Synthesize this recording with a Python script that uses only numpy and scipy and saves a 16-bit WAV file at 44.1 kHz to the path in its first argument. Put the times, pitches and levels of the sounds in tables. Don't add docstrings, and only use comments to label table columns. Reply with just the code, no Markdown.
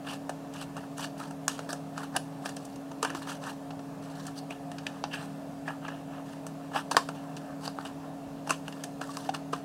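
import sys
import numpy as np
from scipy import signal
from scipy.fft import rfft, irfft, next_fast_len
from scipy.io import wavfile
from scipy.ndimage import uniform_filter1d

SR = 44100
rng = np.random.default_rng(int(sys.argv[2]) if len(sys.argv) > 2 else 0)


def linear_from_db(decibels):
    return 10 ** (np.asarray(decibels, float) / 20)


def generate_wav(signal):
    frames = np.transpose(np.atleast_2d(signal))
    scaled = np.clip(frames, -1, 1) * 32767
    pcm = np.round(scaled).astype(np.int16)
    wavfile.write(sys.argv[1], SR, pcm)


N = 425124

# multiple of the shaft speed, level in dB, wavering in dB.
MOTOR_ORDERS = [(4, -50, 2), (5, -57.5, 3.5), (6, -63, 2), (7, -44, 0.5), (8, -69, 6.5), (11, -58, 0.5),
                (14, -60, 1), (18, -61.5, 5)]
SHAFT_HZ = 39.42

# frequency in Hz, density in dB per Hz.
AIR_COLOUR = [(15, -65), (25, -27), (82, -26), (149, -12), (217, -15.5), (277, -14), (373, -20), (427, -19),
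              (503, -19.5), (677, -11.5), (818, -18.5), (1740, -32.5), (1940, -36.5), (8590, -43),
              (16000, -51)]
AIR_DB = -60.5
# frequency in Hz, width in Hz, lift in dB.
AIR_RESONANCES = [(158, 19, 6), (383, 27, -7.5), (700, 420, 0), (1750, 51, 6), (2700, 190, 4.5)]

# frequency in Hz, density in dB per Hz.
CARD_COLOUR = [(180, -30), (300, 6), (326, -22), (433, -1), (502, -6.5), (801, 6), (1010, 3.5),
               (1660, -0.5), (2030, -18), (2740, -6), (3580, -12), (8090, -19.5), (9710, -22), (10400, -23),
               (16000, -39)]
# frequency in Hz, width in Hz, lift in dB.
CARD_RESONANCES = [(2820, 340, 4), (1786, 210, 9), (1270, 250, 2.5), (4680, 1100, 3), (5780, 150, 5),
                   (6300, 58, 6), (8380, 1400, 5.5), (10350, 360, 2.5), (2070, 210, 1.5)]

# start in seconds, length in seconds, then end levels of drumming, scrape and hiss in dB.
SLIDES = [
    (0.063, 0.067, -39, -42, -44),
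    (0.547, 0.073, -45, -45.5, -46),
    (.994, 0.041, -35, -39.5, -37.5),
    (1.965, 0.075, -39.5, -52, -49),
    (3.429, 0.073, -37.5, -50, -46),
    (6.747, 0.028, -25.5, -36, -38),
    (8.477, 0.029, -46, -47, -47.5),
]
# peak in seconds, fall in seconds, then panel drumming, box-edge scrape and paper hiss in dB.
FLICKS = [(1.49, 0.19, -41, -43.5, -41.5), (1.694, 0.094, -35.5, -58, -40), (3.026, .15, -33.5, -37, -44),
          (3.15, .1, -40, -51, -41.5), (3.22, 0.049, -36, -49, -43), (4.504, .076, -41, -42, -50),
          (6.912, 0.24, -41, -58, -44.5), (7.15, .1, -50, -51, -57), (7.852, 0.075, -35, -48, -46),
          (8.517, 0.052, -44, -36, -45), (9.014, 0.047, -32, -53, -45), (9.344, 0.037, -29.5, -52, -38),
          (9.53, 0.094, -40, -47, -46)]
# peak in seconds, fall in seconds, then drumming, scrape and hiss in dB.
BRUSHES = [(.78, 0.13, -42, -53, -54), (1.202, .12, -39.5, -50, -45), (2.162, 0.028, -30, -66, -46),
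           (2.456, 0.099, -39, -63, -43), (3.298, 0.084, -35.5, -39, -38), (4.384, 0.03, -44, -61, -42),
           (5.14, 0.069, -41, -37, -43), (5.19, 0.18, -41.5, -48, -48.5), (5.686, .09, -32.5, -44.5, -50.5),
           (5.85, 0.18, -39, -45, -60), (7.38, 0.043, -58, -63, -54), (7.648, 0.087, -38.5, -48, -39.5),
           (8.036, 0.086, -44.5, -65, -67)]
# start in seconds, length in seconds, then drumming, scrape and hiss in dB.
RUSTLES = [
    (2.56, 0.17, -69, -67, -60.5),
    (4.03, 0.096, -49.5, -62, -56),
    (4.157, 0.13, -47, -73, -53),
    (4.723, 0.27, -52.5, -66, -63),
    (6.123, 0.073, -47, -58, -72),
    (6.262, 0.097, -50, -61, -58.5),
    (7.195, 0.33, -51, -74, -70),
    (7.774, 0.077, -48, -67, -56.5),
    (8.654, 0.17, -54, -62, -59.5),
    (9.04, .24, -48.5, -65, -50.5),
]
# drumming, scrape and hiss in dB.
STROKE_EDGE_DB = (-24.5, -25, -23.5)
# drumming, scrape and hiss in dB.
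SLIDE_SWELL_DB = (5, 5, 6.5)
RUSTLE_SWELL_DB = (3, 0, 1)
FLICK_RISE_S, BRUSH_RISE_S = 0.0097, 0.044
SLIDE_RISE_S, SLIDE_FALL_S = 0.037, 0.055
RUSTLE_RISE_S, RUSTLE_FALL_S = 0.026, 0.059

# start in seconds, snap peak in dB, panel thud over snap in dB,
# crispness over snap in dB, panel pitch in Hz.
PATS = [(0.2935, -31.5, 2, -7, 627), (0.7658, -38.5, 5, -5.5, 900), (2.163, -17, -7, -12, 724),
        (2.4902, -33, -3, -6, 750), (3.7055, -36, -1, -25, 750), (3.7918, -43, 5, -16, 675),
        (5.68, -44, 8, -25, 1670), (5.8805, -35.5, 4.5, -15, 1640), (6.9114, -23.5, 2.5, -6.5, 990),
        (8.494, -23.5, -2, -10, 764), (9.2904, -29.5, -2, -17, 795), (9.5325, -26.5, 3.5, -16, 1070)]
# start in seconds, snap peak in dB, crispness over snap in dB.
TICKS = [
    (0.5372, -42, -2),
    (2.6507, -48, 5.5),
    (2.7583, -42.5, -4.5),
    (4.7829, -31, -19),
    (4.8663, -23, -18.5),
    (5.1347, -26.5, -30),
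    (7.3692, -33, -15),
    (8.7244, -33, -21),
    (8.838, -27.5, -6),
]
# start in seconds, snap peak in dB, panel thud over snap in dB,
# crispness over snap in dB, panel pitch in Hz.
TAPS = [(0.9801, -39.5, 2, 3.5, 1090), (1.278, -51, 2, 0, 720), (1.3083, -43, 6, -0.5, 705),
        (1.729, -30.5, 4, -1, 764), (1.9775, -30.5, 3, -8.5, 1330), (2.4574, -24.5, -3.5, -16, 750),
        (2.9148, -40, 2.5, -9, 766), (3.2725, -41, 6, -14, 1030), (4.2667, -36, -8, -1, 740),
        (4.3836, -48, -10, 4.5, 724), (4.5067, -39.5, 8, -6, 730), (4.7157, -35.5, -2, -10, 646),
        (7.0879, -30, 4.5, -10, 918), (8.4731, -36, 6, -9, 860), (9.0137, -28.5, -1, -15, 700),
        (9.1696, -32, 0.5, -5, 1120), (9.346, -23.5, -8, -19, 730)]
# start in seconds, snap peak in dB, panel thud over snap in dB,
# crispness over snap in dB, panel pitch in Hz.
SNAPS = [(1.4798, -16.5, -4.5, -3, 1140), (1.591, -30, 1.5, -11, 655), (1.6905, -37, 8.5, -6, 690),
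         (2.5669, -33, -5, -4.5, 650), (3.028, -19.5, 0.5, -5, 1210), (3.0486, -24.5, 4, -6, 1210),
         (3.1009, -36, 7, -4, 550), (3.1488, -28.5, -1.5, -12.5, 1180), (3.4387, -30.5, -7.5, -16, 1280),
         (5.039, -22, 1.5, -25, 800), (6.466, -37, 2.5, 1, 653), (6.946, -41, 18, -12, 726),
         (6.9667, -9.5, 0, -10.5, 1060), (7.677, -32, 5.5, -10, 767), (8.5059, -23, 6, 3, 1120),
         (8.6807, -42.5, 9.5, 2.5, 800)]
SNAP_MS, TAP_MS, PAT_MS, TICK_MS = 2.77, 4.3, 7.6, 5
TICK_THUD_DB, TICK_PANEL_HZ = -14, 720

# start in seconds, peak in dB, pitch in Hz, t60 in seconds.
FLAP_RINGS = [(0.2935, -31, 8150, 0.007), (1.4805, -6.5, 6660, 0.0086), (1.7293, -19, 5760, 0.0077),
              (2.565, -28, 8630, 0.0078), (4.5076, -21.5, 2630, 0.016), (4.8681, -14.5, 2630, 0.008),
              (6.9667, -6.5, 4840, 0.011), (7.3668, -24, 5750, 0.0084), (7.6784, -17, 4800, 0.008),
              (8.5061, -10.5, 2720, 0.013), (8.6803, -21.5, 2830, 0.0086), (8.837, -24, 6300, 0.007),
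              (9.1701, -18.5, 5200, 0.0057), (2.1655, -9.5, 10470, 0.0087)]
# start in seconds, peak in dB, pitch in Hz, t60 in seconds.
BOX_KNOCKS = [(3.028, -18.5, 443, 0.068), (3.148, -23.5, 322, 0.06), (9.531, -18, 441, 0.039),
              (0.294, -18, 740, 0.03), (1.214, -23, 1310, 0.034), (2.033, -24, 1410, 0.026),
              (2.16, -16, 780, 0.033), (5.679, -19, 1685, 0.072), (7.787, -20.5, 855, 0.022),
              (9.093, -26.5, 1140, 0.092), (9.291, -11, 765, 0.041), (9.532, -18, 1176, 0.062),
              (4.8663, -23, 1740, 0.022), (7.7872, -14, 1300, 0.0099)]

# frequency in Hz, t60 in seconds.
ROOM_DECAY = [(400, 0.23), (1500, 0.16), (4000, 0.28), (12000, 0.25)]


def evened(x):
    return x / np.sqrt(np.mean(x ** 2) + 1e-20)


def read(points, hz):
    f, value = np.transpose(points)
    return np.interp(np.log(hz + 1), np.log(f + 1), value)


def with_modes(points, modes, hz):
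    bumps = sum(db / (1 + (2 * (hz - f) / width) ** 2) for f, width, db in modes)
    return read(points, hz) + bumps


def drift(rate, count):
    at = np.arange(0, N, 64)
    t = at[:, None] / SR
    f = np.geomspace(rate / 20, rate, 16)
    curves = [evened(np.sin(2 * np.pi * (f * t + phase)).sum(1)) for phase in rng.random((count, 16))]
    return [np.interp(np.arange(N), at, curve) for curve in curves]


def hum():
    turns = np.cumsum(SHAFT_HZ * (1 + 0.0012 * drift(1.515, count=1)[0])) / SR
    wavers = drift(7.0, count=len(MOTOR_ORDERS))
    out = np.zeros(N)
    for (order, db, waver_db), waver in zip(MOTOR_ORDERS, wavers):
        tone = np.sqrt(2) * np.sin(2 * np.pi * order * turns + order * order)
        out += linear_from_db(db + waver_db * waver) * tone
    return out


def air():
    frames, hz = N // 512 + 5, np.fft.rfftfreq(2048, 1 / SR)
    real, imag, patches = rng.standard_normal((frames, 1025, 3)).T
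    patches = evened(uniform_filter1d(uniform_filter1d(patches, 16, 0), 6, 1))
    patchy = (real + 1j * imag) * linear_from_db(1.33 * patches)
    noise = signal.istft(patchy, nperseg=2048, noverlap=1536)[1][:N]

    colour = linear_from_db(with_modes(AIR_COLOUR, AIR_RESONANCES, hz))
    colour = colour / np.sqrt(np.mean(colour ** 2 * (hz > 1900)))
    size = next_fast_len(N)
    spectrum = rfft(evened(noise), size)
    gain = np.interp(np.linspace(0, SR / 2, len(spectrum)), hz, colour)
    return linear_from_db(AIR_DB) * irfft(spectrum * gain, size)[:N]


def causal(db):
    log_gain = np.log(linear_from_db(np.maximum(db, -100)))
    phase = -signal.hilbert(np.r_[log_gain, log_gain[-2:0:-1]]).imag[:len(db)]
    return irfft(np.exp(log_gain + 1j * phase))[:1024]


def card_bands(edge_hz, lift_db):
    hz = np.fft.rfftfreq(4096, 1 / SR)
    colour = with_modes(CARD_COLOUR, CARD_RESONANCES, hz)
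    colour = colour + lift_db * np.clip(hz / 8000 - 1, 0, 1)

    def under(edge):
        return -10 * np.log10(1 + (hz / edge) ** 12)

    def over(edge):
        return -10 * np.log10(1 + (edge / (hz + 1)) ** 12)

    cuts = (under(2000), over(2100) + under(edge_hz), over(edge_hz))
    parts = [causal(colour + cut) for cut in cuts]
    return [part / np.linalg.norm(part) for part in parts]


def stroke_shapes():
    flicks = [(s, FLICK_RISE_S, 0, fall, 0, db) for s, fall, *db in FLICKS]
    brushes = [(s, BRUSH_RISE_S, 0, fall, 0, db) for s, fall, *db in BRUSHES]
    slides = [(s, SLIDE_RISE_S, hold, SLIDE_FALL_S, SLIDE_SWELL_DB, db) for s, hold, *db in SLIDES]
    rustles = [(s, RUSTLE_RISE_S, hold, RUSTLE_FALL_S, RUSTLE_SWELL_DB, db) for s, hold, *db in RUSTLES]
    return flicks + brushes + slides + rustles


def strokes(bands):
    power = np.zeros((3, N))
    for s, rise, hold, fall, swell_db, peak_db in stroke_shapes():
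        corners = np.cumsum([s - rise, rise, hold, fall])
        i = np.arange(round(corners[0] * SR), min(round(corners[-1] * SR), N))
        full = np.zeros(3)
        start_db = np.subtract(STROKE_EDGE_DB, swell_db)
        shape_db = np.transpose([start_db, full - swell_db, full, STROKE_EDGE_DB])
        fade = signal.windows.tukey(len(i), 600 / len(i))
        for part, (peak, curve) in enumerate(zip(peak_db, shape_db)):
            power[part, i] += (fade * linear_from_db(peak + np.interp(i / SR, corners, curve))) ** 2

    chance = uniform_filter1d(rng.standard_normal((4, N)), 300, axis=1)
    clumps = linear_from_db(2.4 * evened(chance[0]) + 2.0 * evened(chance[1:]))
    slips = rng.standard_normal((3, N)) * linear_from_db(1.7 * np.minimum(rng.exponential(1, N), 4))
    out = np.zeros(N)
    for drive, part_power, band in zip(clumps * slips, power, bands):
        friction = evened(drive) * np.sqrt(part_power) * linear_from_db(-3.0)
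        out += signal.oaconvolve(friction, band)[:N]
    return out


def bent(x, patchy_db):
    hz, t, z = signal.stft(x, SR, nperseg=256, noverlap=192)
    patches = rng.standard_normal((len(t), len(hz)))
    patches = evened(uniform_filter1d(uniform_filter1d(patches, 12, 0), 4, 1))
    return signal.istft(z * linear_from_db(patchy_db * patches.T), SR, nperseg=256, noverlap=192)[1][:N]


def contacts():
    ticks = [(s, db, TICK_THUD_DB, crisp_db, TICK_PANEL_HZ) for s, db, crisp_db in TICKS]
    kinds = ((SNAPS, SNAP_MS), (TAPS, TAP_MS), (PATS, PAT_MS), (ticks, TICK_MS))
    return sorted((*row, ms) for rows, ms in kinds for row in rows)


def blows(bands):
    out, t = np.zeros(N + 4096), np.arange(2600) / SR
    events = contacts()
    for (s, db, thud_db, crisp_db, hz, ms), noise in zip(events, rng.standard_normal((len(events), len(t)))):
        contact = ms / 1000
        onset = 1 - np.exp(-t / (0.043 * contact))
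        drag = 0.38 * np.exp(-t / 0.011)
        shape = onset * (np.exp(-(t / contact) ** 2) + drag)
        ring = np.exp(-t[:800] / 0.0022) * np.sin(2 * np.pi * hz * t[:800])
        panel = bands[0] + 1.4 * np.pad(ring, (0, 224)) / np.linalg.norm(ring)
        parts = [signal.fftconvolve(noise * shape, band) for band in (panel, *bands[1:])]
        thud, snap, crisp = [p / np.sqrt(uniform_filter1d(p ** 2, 90).max()) for p in parts]
        sound = linear_from_db(thud_db + 8.0) * thud + snap + linear_from_db(crisp_db + 6.5) * crisp
        at = round(s * SR)
        out[at:at + len(sound)] += linear_from_db(db - 11.0) * sound
    return out[:N]


def rings(events, offset_db, rough):
    out, t = np.zeros(N + 8192), np.arange(3000) / SR
    for (s, db, hz, t60), noise in zip(events, rng.standard_normal((len(events), 400))):
        mode = linear_from_db(-60 * t / t60) * np.sin(2 * np.pi * hz * t)
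        contact = rough * noise * np.exp(-t[:400] / 0.00077)
        sound = signal.fftconvolve(np.r_[1, contact], mode)
        at = round(s * SR)
        out[at:at + len(sound)] += linear_from_db(db + offset_db) * sound / abs(sound).max()
    return out[:N]


def room(x):
    echoes = np.zeros(SR // 2)
    at = np.arange(200, SR // 2 - 20, 20)
    echoes[at + rng.integers(0, 20, len(at))] = rng.choice([-1., 1.], len(at))
    hz, t, z = signal.stft(echoes, SR, nperseg=256)
    decay = linear_from_db(-60 * t / read(ROOM_DECAY, hz)[:, None])
    tail = signal.istft(z * decay, SR, nperseg=256)[1]
    return signal.fftconvolve(x, tail / np.linalg.norm(tail))[:N]


def scene():
    friction = bent(strokes(card_bands(3400, lift_db=7.0)), patchy_db=2.4)
    hands = blows(card_bands(6000, lift_db=0)) + friction
    flaps = rings(FLAP_RINGS, offset_db=-7.5, rough=0.42)
    box = rings(BOX_KNOCKS, offset_db=-7.5, rough=0.097)
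    modes = flaps + box
    card = hands + modes + linear_from_db(-13.0) * room(hands + 0.68 * modes)
    no_bass = signal.butter(2, 220, "high", fs=SR, output="sos")
    card = signal.sosfilt(no_bass, card)
    return (card + hum() + air())[None]


def top_cut(x):
    return signal.sosfilt(signal.butter(12, 16650, fs=SR, output="sos"), x)


def record(dry):
    lowpass = signal.firwin(301, 15900, window=("kaiser", 6), fs=SR)
    mix = signal.oaconvolve(dry[0], lowpass, "same")[None]
    return top_cut(mix)


dry = scene()
out = record(dry)
generate_wav(out)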